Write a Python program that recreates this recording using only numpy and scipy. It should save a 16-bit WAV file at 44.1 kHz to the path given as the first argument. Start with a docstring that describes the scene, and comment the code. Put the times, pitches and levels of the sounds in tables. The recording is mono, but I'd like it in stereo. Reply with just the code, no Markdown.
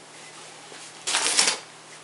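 """Over a faint hum and hiss, soft rustles and ticks: a dog pins a padded paper envelope on a tiled floor
and worries it with its teeth. Then one half-second rip runs in fits, fibres crackling while the sheet
buckles, snaps and flaps. A small living room, the envelope straight ahead of a stereo pair of
microphones, at a distance where the room is nearly as loud as the direct sound."""
import sys
import numpy as np
from scipy import signal
from scipy.fft import rfft, irfft, next_fast_len
from scipy.io import wavfile

SR = 44100
rng = np.random.default_rng(int(sys.argv[2]) if len(sys.argv) > 2 else 0)


def materialize(psi):
    """Save the field psi as 16-bit PCM at rate SR to the path in sys.argv[1].

    A 1-D psi becomes a single channel; in a 2-D psi each row is a channel.
    """
    bounded = np.clip(np.atleast_2d(psi).T, -1, 1)
    quanta = np.round(bounded * 32767).astype(np.int16)
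    wavfile.write(sys.argv[1], SR, quanta)


N = 89919
TIME = np.arange(N) / SR
TOP_HZ = 11020  # upper band limit


def amp(db):
    """Decibels to gain."""
    return 10 ** (np.asarray(db) / 20)


def unit(x):
    """Scale to rms 1."""
    return x / np.sqrt(np.mean(x ** 2) + 1e-20)


def along(points, hz):
    """Read (f/Hz, value) points on a log frequency axis."""
    f, values = np.transpose(points)
    return np.interp(np.log(hz + 1), np.log(f + 1), values)


def filtered(x, response):
    """x through a gain that depends on frequency."""
    size = next_fast_len(N + SR // 2)
    return irfft(rfft(x, size) * response(np.fft.rfftfreq(size, 1 / SR)), size)[..., :N]


def coloured(x, spectrum):
    """x through a (f/Hz, level/dB) spectrum, at rms 1."""
    return unit(filtered(x, lambda hz: amp(along(spectrum, hz))))


def strokes(rows, attack_s, release_s):
    """One attack-hold-release curve for each level column of (t/s, length/s, level/dB, ..) rows."""
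    power = 0
    for start, length, *levels in rows:
        rise = np.clip((TIME - start) / attack_s, 0, 1)
        fall = np.exp(-np.maximum(TIME - start - length, 0) / release_s)
        power = power + np.outer(amp(levels), rise * fall) ** 2
    return np.sqrt(power)


def pitched(x, rows, q, attack_s, release_s):
    """Strokes of x, each (t/s, length/s, level/dB, f/Hz) row through its own resonance."""
    total = 0
    for start, length, db, hz in rows:
        level, = strokes([(start, length, db)], attack_s, release_s)
        total = total + level * unit(signal.lfilter(*signal.iirpeak(hz, q, SR), x))
    return total


def crackle(per_s, spread_db, spectrum):
    """Tiny breaks at random moments and of uneven size, coloured by the paper."""
    happens = rng.random(N) < per_s / SR
    size = amp(spread_db * np.clip(rng.standard_normal(N), -2, 1)) * rng.choice([-1, 1], N)
    return coloured(happens * size, spectrum)


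# spectrum of the recorder's hiss, and partials of the hum: f/Hz, level/dB
HISS_SPECTRUM = [(25, -46), (80, -31), (105, -16), (150, -11), (250, -4.5), (340, -0.5), (520, -6),
                 (850, -5), (1700, -11.5), (4000, -16.5), (11000, -19.5)]
HUM_PARTIALS = [(119, -70.5), (157, -62)]
# likeness of the hiss in the two channels: f/Hz, correlation
HISS_CORRELATION = [(60, -0.54), (170, -0.84), (490, -0.66), (1400, -0.42), (4000, -0.18), (11000, -0.27)]


def hiss_and_hum(hiss_db=-40):
    """The recorder's steady hiss, with a faint low hum."""
    def mid_side_gains(hz):
        angle = np.arccos(np.clip(along(HISS_CORRELATION, hz), -1, 1)) / 2
        return amp(along(HISS_SPECTRUM, hz)) * [np.cos(angle), np.sin(angle)]

    mid, side = filtered(rng.standard_normal((2, N)), mid_side_gains)
    hiss = unit(np.array([mid + side, mid - side]))
    hum = sum(amp(db) * np.sqrt(2) * np.sin(2 * np.pi * (hz * TIME + rng.random()))
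              for hz, db in HUM_PARTIALS)
    return amp(hiss_db) * hiss + hum


# paper on muzzle and paws: t/s, length/s, crinkle level/dB, scuff level/dB, scrape f/Hz
RUBS = [(0.103, 0.17, -48.5, -54, 2020), (0.301, 0.2, -47.5, -52, 840), (0.497, 0.26, -54, -52, 820),
        (0.707, .045, -49, -43.5, 1480), (0.761, 0.11, -41.5, -58, 2400), (0.9, 0.19, -53.5, -51.5, 813),
        (1.67, .12, -63, -55, 1014), (1.856, 0.1, -48, -54.5, 1750)]
# teeth slipping on the paper: t/s, length/s, level/dB, f/Hz
TOOTH_SLIPS = [(.175, 0.18, -60, 1990), (0.208, .07, -58, 5340), (0.373, .02, -50, 1270),
               (1.925, 0.0083, -46, 2020)]
# bright crinkle and duller scuff: f/Hz, level/dB
CRINKLE_SPECTRUM = [(60, -45), (400, 1), (1500, -1), (3000, 3.5), (5500, 2.5), (8500, 2.5), (11000, -0.5)]
SCUFF_SPECTRUM = [(100, -15), (300, 0.5), (800, 1.5), (1400, -7.5), (2000, 2), (3000, 2.5), (5000, -4.5),
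                  (11000, -12)]


def rustling():
    """The dog shifts its grip: paper rubs with a faintly pitched scrape, and slipping teeth squeak."""
    fades = dict(attack_s=0.057, release_s=0.03)
    rubs = np.array(RUBS)
    crinkle_level, scuff_level = strokes(rubs[:, :4], **fades)
    friction = crackle(per_s=3000, spread_db=3, spectrum=SCUFF_SPECTRUM)
    crinkle = crackle(per_s=9000, spread_db=0.5, spectrum=CRINKLE_SPECTRUM)
    scrape = pitched(friction, rubs[:, [0, 1, 3, 4]], q=14, **fades)
    squeak = pitched(friction, TOOTH_SLIPS, q=36, attack_s=0.002, release_s=0.0041)
    return crinkle_level * crinkle + scuff_level * friction + amp(-7) * scrape + squeak


# creases snapping through, at the paper: t/s, peak level/dB, f/Hz
CREASE_SNAPS = [(.385, -40, 1300), (.454, -34, 970), (.721, -34, 440), (.7625, -30.5, 2170),
                (.95, -28.5, 5500), (0.9688, -30, 2620), (1.0161, -28.5, 7040), (1.1115, -18, 2600),
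                (1.15, -4.5, 1550), (1.1627, -21, 2580), (1.1726, -9.5, 8950), (1.2151, -18.5, 800),
                (1.2651, -3.5, 3100), (1.271, -7, 6170), (1.282, -15, 7860), (1.3374, -17, 7500),
                (1.3907, -17, 3000), (1.4168, -13, 4500), (1.632, -31.5, 1190), (1.701, -34, 1800)]


def snapping(overtone_ratio=1.76, crack_gain=1.77, shortest_s=0.00037, ring_cycles=1.2):
    """A crease gives way: a brief crack and two modes in a band round its pitch; low ones ring longer."""
    track, t = np.zeros(N + SR), np.arange(SR // 40) / SR
    for start, db, hz in CREASE_SNAPS:
        ring = np.sin(2 * np.pi * hz * t) + amp(-4.5) * np.sin(2 * np.pi * overtone_ratio * hz * t)
        crack = crack_gain * rng.standard_normal(len(t))
        decay = np.exp(-(t / (shortest_s + ring_cycles / hz)) ** 2)
        band_hz = np.minimum([0.46 * hz, 2.37 * hz], TOP_HZ)
        snap = signal.lfilter(*signal.butter(2, band_hz, "bandpass", fs=SR), (ring + crack) * decay)
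        track[round(start * SR):][:len(t)] += amp(db) * snap / np.abs(snap).max()
    return track[:N]


# pulls on the envelope, down on the tiles: t/s, length/s, level/dB
PULLS = [(1.03, 0.125, -65), (1.23, .045, -59), (1.49, 0.018, -77)]
# their dull thud: f/Hz, level/dB
THUD_SPECTRUM = [(20, -10), (50, -15), (95, -2), (150, 2), (400, -40)]


def tugging():
    """Each tug on the pinned envelope thuds softly."""
    level, = strokes(PULLS, attack_s=0.011, release_s=0.008)
    return level * coloured(rng.standard_normal(N), THUD_SPECTRUM)


# flaps of the loose envelope: t/s, length/s, level/dB, f/Hz
SHEET_FLAPS = [(1.068, 0.062, -46, 370), (1.147, 0.012, -40, 245), (1.206, 0.013, -42, 680),
               (1.242, 0.037, -38, 434), (1.331, 0.016, -41, 330), (1.386, 0.0098, -31.5, 673),
               (1.416, 0.032, -41.5, 192), (1.463, 0.057, -42, 426), (1.473, 0.019, -43, 175),
               (1.534, 0.008, -37.5, 586)]
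# body of the padded sheet: f/Hz, level/dB
FLAP_SPECTRUM = [(30, -60), (80, -48), (120, -20), (170, 0), (300, 3), (450, 8), (750, -0.5), (1200, 9.5),
                 (3000, -42)]


def flapping():
    """The padded sheet flaps as it is pulled: a broad flutter and a hollow pitch."""
    fades = dict(attack_s=0.0044, release_s=0.013)
    level, = strokes([row[:3] for row in SHEET_FLAPS], **fades)
    flutter = level * crackle(per_s=500, spread_db=3.5, spectrum=FLAP_SPECTRUM)
    buckling = crackle(per_s=500, spread_db=0.5, spectrum=FLAP_SPECTRUM)
    hollow = pitched(buckling, SHEET_FLAPS, q=2.45, **fades)
    return amp(-4.5) * flutter + hollow


# runs of the tear: t/s, length/s, fizz level/dB, crumple level/dB, free strip f/Hz, fizz peak f/Hz
TEAR_RUNS = [(1.07, 0.033, -27.5, -29.5, 2900, 7400), (1.105, 0.045, -32.5, -31.5, 2980, 8000),
             (1.133, 0.023, -32, -28.5, 2720, 3500), (1.154, 0.019, -28, -25, 1430, 10000),
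             (1.167, 0.048, -34, -30, 1540, 5500), (1.219, 0.021, -26.5, -30, 1010, 7100),
             (1.244, 0.013, -24, -28, 1170, 8800), (1.276, 0.0533, -25.5, -30.5, 2200, 10700),
             (1.336, .045, -29, -33.5, 2000, 5100), (1.371, 0.0085, -24, -29, 2500, 7600),
             (1.3803, 0.0057, -21.5, -24, 2500, 8700), (1.3882, 0.0069, -13, -22, 2640, 5500),
             (1.4, 0.012, -27, -28, 1540, 6700), (1.409, 0.0078, -19, -25, 2250, 10300),
             (1.417, 0.02, -30, -25.5, 2280, 4730), (1.437, 0.039, -30, -30.5, 2020, 6950),
             (1.474, 0.0046, -18, -22, 2570, 6300), (1.48, 0.011, -22.5, -24, 2360, 4700),
             (1.493, 0.026, -32, -33, 2160, 4680), (1.521, 0.01, -37, -28, 970, 4450)]
# breaking fibres, crumpling sheet and the creases that shake the free strip: f/Hz, level/dB
FIBRE_SPECTRUM = [(30, -75), (90, -59), (300, -23), (1500, -19), (3000, -1), (5000, 2.5), (7500, 1),
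                  (9500, 2.5), (11000, -1.5)]
SHEET_SPECTRUM = [(40, -62), (130, -39), (250, -7), (500, -7), (900, 3.5), (1300, -5), (1800, -3),
                  (2600, -0.5), (4000, -3), (10000, -10.5)]
STRIP_SPECTRUM = [(30, -65), (90, -47), (600, 0.5), (11000, 0)]


def tearing(fibres_per_s=3500, creases_per_s=1500):
    """Each run of the tear breaks fibres, crumples the sheet and rattles the strip that it sets free."""
    def blend(broad, narrow, narrow_db):
        return (broad + amp(narrow_db) * narrow) / np.hypot(1, amp(narrow_db))

    fades = dict(attack_s=0.0013, release_s=0.0032)
    runs = np.array(TEAR_RUNS)
    fizz_level, crumple_level = strokes(runs[:, :4], **fades)
    fizz = fizz_level * crackle(fibres_per_s, spread_db=5, spectrum=FIBRE_SPECTRUM)
    breaks = crackle(fibres_per_s, spread_db=4, spectrum=FIBRE_SPECTRUM)
    fizz_peak = pitched(breaks, runs[:, [0, 1, 2, 5]], q=8.2, **fades)
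    crumple = crumple_level * crackle(creases_per_s, spread_db=2.5, spectrum=SHEET_SPECTRUM)
    creases = crackle(creases_per_s, spread_db=4.5, spectrum=STRIP_SPECTRUM)
    strip = pitched(creases, runs[:, [0, 1, 3, 4]], q=1.6, **fades)
    return blend(fizz, fizz_peak, narrow_db=-5.5) + blend(crumple, strip, narrow_db=-1.5)


# the living room's decay: f/Hz, t60/s
ROOM_DECAY = [(150, 0.31), (1000, 0.44), (4000, 0.38), (11000, 0.26)]


def room(x, tail_db=-2.5, walls_db=-5.5, onset_s=0.002):
    """Ten reflections off near walls and a diffuse tail, different at each microphone."""
    hz, t, noise = signal.stft(rng.standard_normal((2, SR // 2)), SR, nperseg=256)
    _, tail = signal.istft(noise * amp(-60 * t / along(ROOM_DECAY, hz)[:, None]), SR, nperseg=256)
    tail *= 1 - np.exp(-(np.arange(tail.shape[1]) / SR / onset_s) ** 2)
    walls = np.zeros_like(tail)
    for channel in walls:
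        channel[rng.integers(SR // 700, SR // 50, size=10)] = rng.standard_normal(size=10)
    response = sum(amp(db) * part / np.linalg.norm(part, axis=1, keepdims=True)
                   for db, part in [(tail_db, tail), (walls_db, walls)])
    return signal.fftconvolve(x[None], response, axes=1)[:, :N]


# colour of the room's answer at the microphones: f/Hz, level/dB
REFLECTION_SPECTRUM = [(150, -2), (500, -.5), (1500, -3), (4000, -1.5), (11000, 1)]


def shifting_reflections(paper, step_s=0.12):
    """The paper moves with the dog's head, so each pattern of reflections fades into a new one."""
    answer = 0
    for centre in np.arange(0, TIME[-1] + step_s, step_s):
        crossfade = np.cos(np.pi / 2 * np.clip((TIME - centre) / step_s, -1, 1))
        answer = answer + room(paper * crossfade)
    return filtered(answer, lambda hz: amp(along(REFLECTION_SPECTRUM, hz)))


# balance across the microphone pair: f/Hz, left minus right level/dB
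MIC_BALANCE = [(200, -3.5), (600, 0), (1200, -.5), (2500, 1.6), (5400, -1.4), (11000, 0)]


def scene():
    """The envelope on the living room floor, straight ahead of the microphones."""
    paper = rustling() + snapping() + tugging() + flapping() + tearing()
    in_room = paper + shifting_reflections(paper)
    at_mics = filtered(in_room, lambda hz: amp(np.outer([0.5, -0.5], along(MIC_BALANCE, hz))))
    return hiss_and_hum() + at_mics


def record(dry):
    """The recorder keeps nothing above its band limit."""
    return filtered(dry, lambda hz: 1 / np.sqrt(1 + (hz / TOP_HZ) ** 600))


dry = scene()
out = record(dry)
materialize(out)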